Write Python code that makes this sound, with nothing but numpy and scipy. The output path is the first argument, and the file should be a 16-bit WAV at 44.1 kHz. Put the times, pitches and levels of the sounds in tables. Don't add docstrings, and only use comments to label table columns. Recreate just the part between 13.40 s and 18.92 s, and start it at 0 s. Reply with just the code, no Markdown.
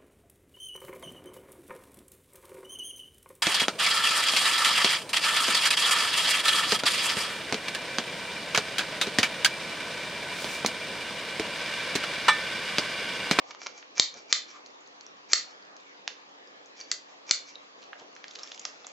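import sys
import numpy as np
from scipy import signal
from scipy.fft import rfft, irfft
from scipy.io import wavfile
from scipy.ndimage import uniform_filter1d, minimum_filter1d

SR = 44100
rng = np.random.default_rng(int(sys.argv[2]) if len(sys.argv) > 2 else 0)


def wav_record(signal):
    frames = np.transpose(np.atleast_2d(signal))
    bounded = np.clip(frames, -1, 1)
    quanta = np.round(bounded * 32767).astype(np.int16)
    wavfile.write(sys.argv[1], SR, quanta)


N = 243414
TIME = np.arange(N) / SR
HZ = np.fft.rfftfreq(4096, 1 / SR)
BAND_LIMIT_HZ = 7700


# t/s, level/dB, break time/s, bass/dB, thud/dB, body/dB, brightness/dB,
# low mode f/Hz, high mode f/Hz, relative ring level/dB, reopening level/dB
RIB_CUTS = [(0.597, -5.5, 0.0027, -15.5, -22.5, -14.5, -7.5, 2240, 4100, -23, -47.5),
            (0.9266, -7.5, 0.0027, -33.5, -31.5, -9.5, -7, 2220, 3740, -11.5, -50.5),
            (1.933, -4.5, 0.0026, -47, -21, -4.5, 0.5, 1756, 4290, -19, -58),
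            (3.515, -19, 0.0025, -50, -30, -7, -0.5, 1980, 4600, -6.5, -63.5),
            (3.9106, -8, 0.0028, -22, -25.5, -8.5, -2, 2370, 4330, -24.5, -48.5)]
# f/Hz, width/Hz, gain/dB
STEEL_MODES = [(710, 800, 7), (1360, 110, 3), (2140, 510, 6), (3065, 180, 0.5), (3790, 250, 5.5),
               (4400, 366, 10.5), (4960, 630, 7.5), (5690, 340, 6), (6150, 78, 7), (6850, 170, 5),
               (7540, 150, -2.5)]

def snips(ring_t60=0.1, pan_db=0.8):
    mix, t = np.zeros((2, N)), np.arange(SR // 2) / SR
    steel = sum(resonance(*mode) for mode in STEEL_MODES)
    for s, db, break_s, bass, thud, body, bright, low_hz, high_hz, ring_db, _ in RIB_CUTS:
        shape = curve([(20, bass - 10.5), (80, bass), (380, thud + 9.5), (850, thud + 4.5),
                       (1200, body - 4), (1700, body), (2650, body - 0.5), (3500, -2),
                       (5300, bright - 2), (7500, bright + 5.5)])
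        shape += steel + resonance(low_hz, width_hz=310, db=5) + resonance(high_hz, width_hz=280, db=4)
        add(mix, s, impulse(release(break_s, shape), db), pan_db)
        chatter = rng.standard_normal(len(t)) * amp(-60 * t / ring_t60)
        ring = signal.fftconvolve(chatter, response(shape))
        add(mix, s, impulse(ring, db + ring_db), pan_db)
    return mix


def release(decay_s, shape_db, size=512):
    t = np.arange(size) / SR
    stop = np.exp(-(t / (1.7 * decay_s)) ** 4)
    burst = rng.standard_normal(size) * np.exp(-t / decay_s) * stop
    for _ in range(4):
        spectrum = rfft(burst)
        power = uniform_filter1d(abs(spectrum) ** 2, size=9)
        burst = irfft(spectrum / np.sqrt(power + 1e-12)) * stop
    return signal.fftconvolve(burst, response(shape_db))


# t/s, level/dB, decay time/s, body/dB, brightness/dB, resonance f/Hz, resonance gain/dB
CRACKS_AND_TICKS = [(0.1077, -35, 0.009, -4, -5.5, 1030, 13.5), (0.1486, -42.5, 0.00087, 5, -5, 1290, 2),
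                    (0.2167, -37, 0.0021, 6, -15, 5660, 16.5), (0.262, -30, 0.01, 7.5, -4, 1170, 1.5),
                    (0.2682, -29.5, 0.0011, 4.5, -5, 1790, -8), (0.427, -44.5, 0.0011, -6, -19, 1890, 8),
                    (0.5725, -36, 0.0052, 3, 0, 2300, 4), (0.5798, -27.5, 0.0016, 8, 4, 6140, 12),
                    (0.741, -42, .003, -0.5, -2, 6120, 12.5), (1.261, -44, 0.0029, -2, 8.5, 4470, 14),
                    (1.6094, -42.5, 0.00099, 5, 10, 4520, 14.5),
                    (1.6647, -42, 0.00095, 12.5, 9.5, 5710, 17.5), (1.92, -31.5, 0.0043, -12, 18, 5830, 5),
                    (2.2245, -52, 0.0012, -8.5, -2, 4680, 21), (2.366, -47.5, .0015, 0, 12.5, 4670, 9),
                    (2.6771, -24, 0.0019, -5, -5, 3260, 1), (3.401, -38.5, 0.011, 1, 6.5, 6010, 14),
                    (3.411, -36, 0.0045, -14, 1.5, 4600, 18), (3.893, -33.5, .0038, -3, -2, 5940, 9),
                    (4.155, -38, 0.0021, -28, -6.5, 3850, 22), (4.531, -35.5, 0.0029, -9, -37.5, 1450, 18),
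                    (4.7647, -44, 0.0018, 0, -2.5, 1870, 11), (4.842, -37, 0.0014, -8.5, -11, 1690, 9.5),
                    (4.956, -37, 0.0038, -10, -2.5, 4180, 6), (5.0325, -33.5, 0.003, 4, 11, 5460, 18.5),
                    (5.1182, -37, .001, -7, -13, 3520, 7), (5.195, -36, 0.0044, -16, 12, 7200, 14),
                    (5.252, -26, 0.0037, 2, 7, 5250, 6.5), (5.4448, -42, 0.0085, 11.5, 0, 3720, 19),
                    (5.4682, -36.5, 0.00097, 19, 26, 7330, 10)]

def cracks_and_ticks(width_hz=760, blade_share=0.64, pan_db=-1.6):
    mix = np.zeros((2, N))
    blades = sum(resonance(*mode) for mode in CONTACT_MODES)
    for s, db, decay_s, body, bright, hz, gain_db in CRACKS_AND_TICKS + fibres():
        shape = curve([(40, body - 43.5), (280, body - 17.5), (600, body - 2.5), (1200, body),
                       (2800, 0), (4400, bright / 3), (6500, bright), (7800, bright - 15)])
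        shape += resonance(hz, width_hz, gain_db)
        if any(abs(s - loudest) < span / 2 for loudest, span, _ in blade_strokes()):
            shape += blade_share * blades
        add(mix, s, impulse(release(decay_s, shape), db), pan_db)
    return mix


def fibres(count=10, from_s=4.85, to_s=5.2, low_hz=2660, high_hz=6160):
    break_s, body_db, bright_db, gain_db = 0.0014, -6, 5, 11
    jitter, pitch = rng.random((count, 2)).T
    times = from_s + (to_s - from_s) * (np.arange(count) + jitter) / count
    levels = rng.normal(-42.5, 1, count)
    pitches = low_hz * (high_hz / low_hz) ** pitch
    return [(s, db, break_s, body_db, bright_db, hz, gain_db)
            for s, db, hz in zip(times, levels, pitches)]


# peak t/s, duration/s, level/dB
FAILED_CUTS = [(0.086, 0.083, -55.5), (0.235, 0.073, -45.5), (.38, 0.073, -49.5), (3.402, 0.083, -47)]

def blade_strokes(lead_s=0.011, close_s=0.057, close_db=-33.5, lag_s=0.18, open_s=0.076):
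    closing = [(s - lead_s, close_s, db + close_db) for s, db, *_ in RIB_CUTS]
    opening = [(s + lag_s, open_s, db) for s, *_, db in RIB_CUTS]
    return closing + opening + FAILED_CUTS


# f/Hz, width/Hz, gain/dB
CONTACT_MODES = [(2330, 210, 15), (4620, 400, 6), (5430, 210, 9), (5880, 250, 12), (6570, 400, 8.5)]
# f/Hz, level/dB
SCRAPE_SPECTRUM = [(40, -41), (120, -14.5), (400, -5.5), (1100, -1.5), (1700, -2), (3200, -4.5), (5000, 0),
                   (7500, -5)]

def scraping(gain_db=1):
    shape = curve(SCRAPE_SPECTRUM) + sum(resonance(*mode) for mode in CONTACT_MODES)
    slips = coloured(clicks(per_s=2100, spread_db=4.5), shape)
    return amp(gain_db) * slips * swells(blade_strokes(), depth_db=17.5, rise_share=0.6)


# peak t/s, relative level/dB
HOLLOW_RUBS = [(0.101, -54), (1.16, -49.5), (3.715, -56.5), (4.235, -60.5), (5.02, -54)]
# f/Hz, level/dB
HOLLOW_SPECTRUM = [(40, -52.5), (300, -27), (900, -13.5), (1170, 0), (1400, -13.5), (4000, -20)]

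def rubbing(length_s=0.071, gain_db=-1):
    rubs = [(s, length_s, db + gain_db) for s, db in HOLLOW_RUBS]
    hollow = coloured(rng.standard_normal(N), curve(HOLLOW_SPECTRUM))
    return hollow * swells(rubs, depth_db=11, rise_share=0.55)


# peak t/s, duration/s, level/dB
MEAT_DRAGS = [(.1, 0.14, -56.5), (.265, 0.15, -58.5), (.76, .09, -52.5), (4.62, 0.084, -52),
              (5.27, 0.35, -59.5)]
# f/Hz, level/dB
DRAG_SPECTRUM = [(40, -36.5), (100, -14.5), (170, -6.5), (500, 5.5), (1000, 0), (1600, -11), (4000, -25),
                 (8000, -36)]

def dragging():
    slips = coloured(clicks(per_s=2000, spread_db=2.5), curve(DRAG_SPECTRUM))
    return slips * swells(MEAT_DRAGS, depth_db=12, rise_share=0.45)


# peak t/s, duration/s, relative level/dB
TISSUE_PULLS = [(4.425, 0.088, -55.5), (4.6, 0.041, -51.5), (5.09, 0.67, -52), (5.262, .1, -56.5),
                (5.485, 0.16, -56.5)]

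def tearing(pops_db=-1, snaps_db=-5):
    pops = wet_pops(count=28, per_s=12, cycles=7, spread_db=3)
    snaps = coloured(clicks(per_s=110, spread_db=1.5), curve(WET_SPECTRUM))
    crackle = amp(pops_db) * pops + amp(snaps_db) * snaps
    return crackle * swells(TISSUE_PULLS, depth_db=16.5, rise_share=0.47)


# f/Hz, level/dB
WET_SPECTRUM = [(40, -48), (120, -27.5), (300, -8), (900, 3), (2000, -1.5), (3600, 1), (6000, 2),
                (7800, -4)]

def wet_pops(count, per_s, cycles, spread_db):
    t, out = np.arange(800) / SR, np.zeros(N)
    for hz in np.linspace(1300, 7600, count):
        damped = np.sin(2 * np.pi * hz * t) * np.exp(-2 * hz * t / cycles)
        pop = unit(np.diff(damped))
        out += amp(curve(WET_SPECTRUM, hz)) * signal.oaconvolve(clicks(per_s, spread_db), pop)[:N]
    return unit(out)


def sticky_skin(level_db=-72):
    return amp(level_db) * wet_pops(count=20, per_s=0.56, cycles=8.6, spread_db=3.5)


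# f/Hz, T60/s
DECAY_TIMES = [(200, 0.13), (800, 0.19), (2000, 0.28), (4200, 0.27), (7500, 0.21)]
# f/Hz, gain/dB
REFLECTION_GAINS = [(100, -11.5), (350, -4.5), (800, 1.5), (1500, 0.5), (5500, 0), (7600, 0.5)]

def kitchen(x, shared=0.53, first_s=0.0038, build_s=0.022, early_db=-2):
    own, common = rng.standard_normal((2, SR // 2)), rng.standard_normal(SR // 2)
    noise = np.sqrt(1 - shared) * own + np.sqrt(shared) * common
    hz, t, bands = signal.stft(noise, SR, nperseg=256)
    decay_db = -60 * t / curve(DECAY_TIMES, hz)[:, None]
    build_db = early_db * np.exp(-t / build_s)
    bands *= amp(decay_db + build_db + curve(REFLECTION_GAINS, hz)[:, None])
    tail = signal.istft(bands, SR, nperseg=256)[1]
    tail *= np.arange(tail.shape[1]) > first_s * SR
    tail /= np.linalg.norm(tail, axis=1, keepdims=True)
    return signal.fftconvolve(x, tail, axes=1)[:, :N]


# f/Hz, level/dB
ROOM_SPECTRUM = [(15, -103.5), (25, -66.5), (75, -39.5), (108, -26), (169, -21.5), (210, -10.5),
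                 (254, -20.5), (287, -11.5), (323, -8.5), (497, -6.5), (971, -10), (1180, -9),
                 (1360, -14.5), (2410, -15.5), (7600, -23.5), (9880, -63.5), (16700, -120)]
# f/Hz, gain/dB
ROLL_OFF = [(6200, 0.5), (7600, -7)]
# f/Hz, correlation/1
CORRELATION = [(60, 0.787), (130, 0.45), (280, 0.29), (500, -0.16), (1000, -0.52), (2000, -0.67),
               (4100, -0.52), (7500, -0.14)]
# f/Hz, level/dB
HUM_TONES = [(285, -70), (500, -72.5)]

def room_noise(level_db=-51.5, patchy_db=2.02, phase_step_rad=0.0373):
    frames, hz = N // 256 + 5, np.fft.rfftfreq(1024, 1 / SR)
    a, b, c, d, patches = rng.standard_normal((5, frames, len(hz)))
    patches = uniform_filter1d(patches, size=14, axis=0)
    patches = unit(uniform_filter1d(patches, size=8, axis=1))
    same = curve(CORRELATION, hz)
    left = a + 1j * b
    right = same * left + np.sqrt(1 - same ** 2) * (c + 1j * d)
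    gain = amp(curve(ROOM_SPECTRUM, hz) + curve(ROLL_OFF, hz) + patchy_db * patches)
    bands = np.array([left, right]) * gain / np.sqrt(1 + same)
    noise = unit(signal.istft(bands.transpose(0, 2, 1), nperseg=1024, noverlap=768)[1][:, :N])
    hum = np.zeros(N)
    for f, db in HUM_TONES:
        drift = np.cumsum(rng.normal(0, phase_step_rad, N))
        hum += amp(db) * unit(np.sin(2 * np.pi * f * TIME + drift))
    low_cut = signal.butter(2, 95, "highpass", fs=SR, output="sos")
    return signal.sosfilt(low_cut, amp(level_db) * noise + hum)


def amp(db):
    return 10 ** (np.asarray(db) / 20)


def unit(x):
    return x / np.sqrt(np.mean(x ** 2) + 1e-20)


def curve(points, hz=HZ):
    f, value = np.transpose(points)
    return np.interp(np.log(hz + 1), np.log(f + 1), value)


def resonance(hz, width_hz, db):
    return db / (1 + (2 * (HZ - hz) / width_hz) ** 2)


def response(shape_db):
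    log_gain = np.log(amp(shape_db - np.clip((HZ - BAND_LIMIT_HZ) / 15, 0, 40)))
    mirrored = np.concatenate([log_gain, log_gain[-2:0:-1]])
    spectrum = np.exp(np.conj(signal.hilbert(mirrored)))[:len(HZ)]
    taps = irfft(spectrum)[:len(HZ)]
    return taps / np.linalg.norm(taps)


def coloured(x, shape_db):
    return unit(signal.oaconvolve(x, response(shape_db))[:N])


def clicks(per_s, spread_db):
    size = amp(spread_db * np.minimum(rng.exponential(1, N), 3))
    return size * rng.choice([-1, 1], N) * (rng.random(N) < per_s / SR)


def swells(rows, depth_db, rise_share):
    out = np.zeros(N)
    for s, length, db in rows:
        away = np.maximum((s - TIME) / rise_share, (TIME - s) / (1 - rise_share)) / length
        out += amp(db - depth_db * away) * (away < 1)
    return out


def impulse(x, db):
    return x / np.linalg.norm(x) * amp(db) * np.sqrt(0.003 * SR)


def add(mix, s, sound, pan_db):
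    part = mix[:, round(s * SR):][:, :len(sound)]
    part += amp([[pan_db / 2], [-pan_db / 2]]) * sound[:part.shape[1]]


def scene(transient_room_db=-9, handling_room_db=-4):
    transients = snips() + cracks_and_ticks()
    handling = scraping() + rubbing() + dragging() + tearing() + sticky_skin()
    echo = kitchen(amp(transient_room_db) * transients + amp(handling_room_db) * handling)
    echo *= amp([[-0.8], [0.8]])
    return transients + handling + echo + room_noise()


def record(dry, recovery_db_per_s=110):
    peak_db = 20 * np.log10(abs(dry).max(0) + 1e-9)
    over_db = np.maximum(peak_db + 0.5, 0)
    held_db = -minimum_filter1d(-over_db, size=61)
    fall_db = TIME * recovery_db_per_s
    reduction_db = np.maximum.accumulate(held_db + fall_db) - fall_db
    limited = dry / amp(uniform_filter1d(reduction_db, size=61))
    low_pass = signal.firwin(241, BAND_LIMIT_HZ, window=("kaiser", 7), fs=SR)
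    return signal.oaconvolve(limited, low_pass[None], "same", axes=1)


dry = scene()
out = record(dry)
wav_record(out)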